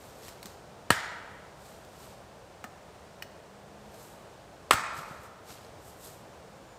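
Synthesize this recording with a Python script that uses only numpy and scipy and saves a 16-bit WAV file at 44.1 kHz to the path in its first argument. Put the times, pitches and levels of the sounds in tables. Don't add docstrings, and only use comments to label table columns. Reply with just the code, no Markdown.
import sys
import numpy as np
from scipy import signal
from scipy.fft import rfft, irfft
from scipy.io import wavfile

SR = 44100
rng = np.random.default_rng(int(sys.argv[2]) if len(sys.argv) > 2 else 0)


def persist_wave(psi):
    counts = np.round(np.clip(psi, -1, 1) * 32767).astype(np.int16)
    wavfile.write(sys.argv[1], SR, np.atleast_2d(counts).T)


N = 299327
TIME = np.arange(N) / SR
AGE = TIME[:SR // 3]


def from_db(db):
    return 10 ** (np.asarray(db) / 20)


def rms_one(x):
    return x / np.sqrt(np.mean(x ** 2) + 1e-20)


def at_hz(rows, hz):
    knots, *columns = np.transpose(rows)
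    return [np.interp(np.log(hz + 1e-9), np.log(knots), column) for column in columns]


def noise(spectrum, size):
    hz = np.arange(size // 2 + 1) * SR / size
    colour = from_db(at_hz(spectrum, hz)[0]) * (hz > 20)
    white = rng.standard_normal(size)
    return rms_one(irfft(rfft(white) * colour, size))


def drift(rate):
    return rms_one(np.interp(TIME * rate, np.arange(N), rng.standard_normal(N)))


def swell(peak_s, rise_s, fall_s, range_db=20, roundness=1.46):
    away = np.maximum((peak_s - TIME) / rise_s, (TIME - peak_s) / fall_s)
    return from_db(-range_db * np.minimum(away, 10) ** roundness)


def add(track, s, sound):
    part = track[round(s * SR):][:len(sound)]
    part += sound[:len(part)]


def ring(modes, spread_s=0.000684):
    out = 0
    for k, (hz, db, t60) in enumerate(modes):
        age = np.maximum(AGE - spread_s * (k % 3), 0)
        sign = (-1) ** k
        out = out + sign * from_db(db - 60 * age / t60) * np.sin(2 * np.pi * hz * age)
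    highpass = signal.butter(2, 0.6 * modes[0][0], "high", fs=SR, output="sos")
    return signal.sosfilt(highpass, out)


def burst(spectrum, hold_s, t60):
    attack = 1 - np.exp(-AGE / 0.00006)
    decay = from_db(-60 * np.maximum(AGE - hold_s, 0) / t60)
    return noise(spectrum, len(AGE)) * attack * decay


# [f/Hz, relative level/dB per Hz]
AIR_COLOUR = [(15, -56), (25, -24), (46, -5.5), (69, 0), (169, -1.5), (204, -4.5), (246, -7), (389, -4),
              (421, -2), (648, -1), (1240, -10), (1530, -12), (2060, -17), (8580, -26), (10500, -33.5),
              (15500, -38)]


def far_air(level_db=-51):
    return from_db(level_db + 0.39 * drift(3.3)) * noise(AIR_COLOUR, N)


def hum(hz=198.3, level_db=-67, swell_db=-59.5, climb_hz=6.37):
    load = swell(peak_s=3.8, rise_s=0.456, fall_s=0.367)
    waver = from_db(1.6 * drift(27))
    gain = (from_db(level_db) + from_db(swell_db) * load) * waver
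    pitch_hz = hz + climb_hz * load + 4 * drift(25)
    return gain * np.sin(2 * np.pi * np.cumsum(pitch_hz) / SR)


# [f/Hz, relative level/dB per Hz]
CLOTH_COLOUR = [(1500, -21), (4000, -4.5), (6200, -4.5), (7400, -0.5), (8500, 0), (9700, -7.5), (12500, -2),
                (15500, -13.5)]
# [f/Hz, relative level/dB per Hz]
LEAF_COLOUR = [(300, 9.5), (1300, 6), (2500, 3.5), (4500, 4), (8000, -2), (11000, -14), (15500, -36)]
# [t at the height/s, rise/s, fall/s, jacket level/dB, leaves level/dB]
BODY_MOVES = [(0.06, 0.19, 0.23, -60, -59.5), (0.265, 0.1, .135, -55, -53), (0.467, .075, 0.15, -59, -55),
              (1.675, 0.13, 0.2, -59.5, -59.5), (2.045, 0.19, 0.18, -58.5, -57.5),
              (4.03, 0.18, 0.25, -57.5, -65), (4.977, 0.059, 0.071, -53, -49.5),
              (5.09, 0.16, 0.19, -63, -56.5), (5.243, .04, 0.055, -61, -67),
              (5.508, 0.072, .11, -53.5, -50.5), (5.645, 0.089, 0.095, -68, -58.5),
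              (5.885, 0.12, .11, -57.5, -70), (6.05, 0.084, 0.18, -51, -58.5)]


def rustle():
    cloth = noise(CLOTH_COLOUR, N) * rms_one(from_db(1.1 * drift(250)))
    leaves = noise(LEAF_COLOUR, N) * rms_one(from_db(3.1 * drift(600)))
    out = np.zeros(N)
    for s, rise_s, fall_s, jacket_db, leaves_db in BODY_MOVES:
        rubbed = from_db(jacket_db) * cloth + from_db(leaves_db) * leaves
        out += swell(s, rise_s, fall_s) * rubbed
    return out


# [t/s, level/dB, length before the decay/s]
TWIG_SNAPS = [(0.2823, -39, 0.0004), (0.289, -42, 0.0009), (0.429, -38, 0.00054), (0.457, -36, 0.00083),
              (0.467, -47, 0.0026), (1.848, -53, 0.0016), (3.9425, -51, 0.0016)]
# [f/Hz, relative level/dB per Hz]
TWIG_COLOUR = [(100, -21), (600, 12.5), (1600, 3.5), (2500, 1.5), (4200, 4), (6000, 1.5), (8200, 1),
               (11000, -5.5), (15500, -0.5)]


def twigs():
    out = np.zeros(N)
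    for s, db, length_s in TWIG_SNAPS:
        add(out, s, from_db(db) * burst(TWIG_COLOUR, hold_s=length_s, t60=0.021))
    return out


# [t/s, level/dB, f/Hz, t60/s]
SOIL_THUDS = [(0.286, -56, 170, 0.042), (0.453, -37, 202, 0.055), (0.9051, -10.5, 183, 0.014),
              (0.911, -26, 100, 0.072), (2.644, -41.5, 225, 0.074), (4.735, -33, 170, 0.028),
              (4.7390, -24.5, 98, 0.036), (4.981, -40, 150, 0.12), (5.110, -30, 175, 0.02)]


def soil():
    out = np.zeros(N)
    for s, db, hz, t60 in SOIL_THUDS:
        add(out, s, ring([(hz, db, t60)]))
    return out


# [t/s, ring level/dB, crack level/dB, time the fibres take to tear/s, splinter level/dB]
AXE_BLOWS = [(0.904, -16, -13, 0.0034, -32), (4.7088, -10.5, -14, 0.0048, -30)]
# [f/Hz, level/dB, t60/s]
WHOLE_LOG_MODES = [(343, -24, 0.011), (550, 4, 0.0086), (700, -18, 0.024), (960, -4.5, 0.038),
                   (1255, 1, 0.021), (1353, 3.5, 0.017), (1670, -5, 0.032), (1860, 0.5, 0.03),
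                   (1980, -27, 0.025), (2890, -7, 0.025), (3150, -13, 0.019), (4300, -8, .008),
                   (8300, -3, 0.0064)]
# [f/Hz, level/dB, t60/s]
HALF_LOG_MODES = [(488, -5, 0.022), (530, -20, 0.014), (835, -12, 0.014), (1060, -2, 0.03),
                  (1227, 0.5, 0.023), (1376, 2.5, 0.022), (2070, -23, 0.024), (2460, -13, .02),
                  (2550, -7, 0.018), (3350, -21, 0.029), (8050, -3, 0.009)]
# [f/Hz, relative level/dB per Hz]
CRACK_COLOUR = [(50, -33), (250, 0.5), (700, -10.5), (1400, 7.5), (2800, 1.5), (4000, -3.5), (6000, -11),
                (8200, -7.5), (9500, -9.5), (12000, -13.5), (14500, -16), (16000, -24)]


def axe(ring_share_db=0):
    out = np.zeros(N)
    logs = (WHOLE_LOG_MODES, HALF_LOG_MODES)
    for (s, ring_db, crack_db, tear_s, splinter_db), log in zip(AXE_BLOWS, logs):
        flicker = from_db(1.27 * drift(935)[:len(AGE)])
        splinters = burst(CRACK_COLOUR, hold_s=0.014, t60=0.1) * flicker
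        crack = burst(CRACK_COLOUR, hold_s=tear_s, t60=0.0049)
        ringing = from_db(ring_db + ring_share_db) * ring(log)
        add(out, s, ringing + from_db(crack_db) * crack + from_db(splinter_db) * splinters)
    return out


# [f/Hz, level/dB, t60/s]
TRUNK_ECHOES = [(101, 7, 0.61), (300, -18, 1.1), (570, -13, 2.4), (814, -5.5, 1.43), (1300, -11, 1.58),
                (1880, -5.5, 1.23), (2840, -12, 1.15), (5970, -4.5, 0.73), (9050, -15.5, 0.53),
                (14100, -13, .45)]


def forest(x, near_db=-12, near_t60=0.13, trunks_per_s=1500, gap_s=0.0015):
    t = TIME[:3 * SR // 2]
    reached = 1 - np.exp(-np.maximum(t - gap_s, 0) / 0.0036)
    hits = rng.random((2, len(t))) < trunks_per_s / SR
    echoes = rng.standard_normal((2, len(t))) * hits + 1e-18
    near = from_db(near_db) * rms_one(reached * from_db(-60 * t / near_t60))
    edges_hz = np.geomspace(60, 16000, 15)
    response = 0
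    for k, (low, high) in enumerate(zip(edges_hz, edges_hz[1:])):
        level_db, t60 = at_hz(TRUNK_ECHOES, np.sqrt(low * high))
        far = from_db(level_db) * rms_one(reached * from_db(-60 * t / t60))
        bandpass = signal.butter(2, [low, high], "band", fs=SR, output="sos")
        band = rms_one(signal.sosfilt(bandpass, echoes[k % 2]))
        share = np.sqrt(2 * (high - low) / SR / len(t))
        response = response + share * band * np.hypot(near, far)
    return signal.fftconvolve(x, response)[:N]


def woodland(contacts, count=5, contacts_db=-4):
    out = np.zeros(N)
    for _ in range(count):
        sent_out = axe(ring_share_db=0.5) + from_db(contacts_db) * contacts
        out += forest(sent_out)
    return out / np.sqrt(count)


def wood_contacts(contacts, modes):
    out = np.zeros(N)
    for s, db, grit_db in contacts:
        grit = burst(TWIG_COLOUR, hold_s=0.0003, t60=0.042)
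        add(out, s, from_db(db) * ring(modes) + from_db(grit_db) * grit)
    return out


# [t/s, level/dB, grit level/dB]
BLOCK_KNOCKS = [(2.6413, -32, -42), (4.7288, -27, -53), (4.7324, -22, -24), (4.7360, -27, -32.5)]
# [f/Hz, level/dB, t60/s]
BLOCK_MODES = [(260, -20, 0.077), (740, -6, 0.051), (1262, -8, 0.089), (1335, 2.5, 0.018),
               (1786, -3.5, 0.045), (1925, -5, 0.019), (2800, -10.5, 0.018), (7600, 0, 0.0022)]


def block_knocks():
    return wood_contacts(BLOCK_KNOCKS, BLOCK_MODES)


# [t/s, level/dB, grit level/dB]
BILLET_CLACKS = [(3.2231, -36.5, -38.5)]
# [f/Hz, level/dB, t60/s]
BILLET_MODES = [(1860, 4, 0.023), (1940, -14, .025), (2520, 1, .025), (2930, 2, 0.024), (4380, -10, 0.057),
                (5460, -9, 0.029), (14300, 1, .005)]


def billet_clacks():
    return wood_contacts(BILLET_CLACKS, BILLET_MODES)


def bird(peak_s=6.72, rise_s=0.19, fall_s=0.2, note_hz=7020, level_db=-67, slide_hz=450, slide_s=0.06):
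    age = np.maximum(TIME - (peak_s - rise_s), 0)
    hz = note_hz + slide_hz * np.exp(-age / slide_s) + 75 * drift(400)
    tone = np.sin(2 * np.pi * np.cumsum(hz) / SR)
    return from_db(level_db) * swell(peak_s, rise_s, fall_s) * tone


def scene():
    contacts = twigs() + block_knocks() + billet_clacks()
    background = far_air() + hum() + bird()
    work = rustle() + contacts + soil() + axe()
    mono = background + work + woodland(contacts)
    return np.array([mono, mono])


# [f/Hz, relative level/dB per Hz]
HISS_COLOUR = [(30, 10), (500, 3), (1500, -14), (6000, -19.5), (8500, -20), (10500, -0.5), (15500, 1.5)]


def record(dry, top=0.78, hiss_db=-75.5, cutoff_hz=16250):
    hiss = from_db(hiss_db) * np.array([noise(HISS_COLOUR, N), noise(HISS_COLOUR, N)])
    rounded = top * np.tanh((dry + hiss) / top)
    lowpass = signal.cheby2(16, 70, cutoff_hz, fs=SR, output="sos")
    return signal.sosfilt(lowpass, rounded)


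dry = scene()
out = record(dry)
persist_wave(out)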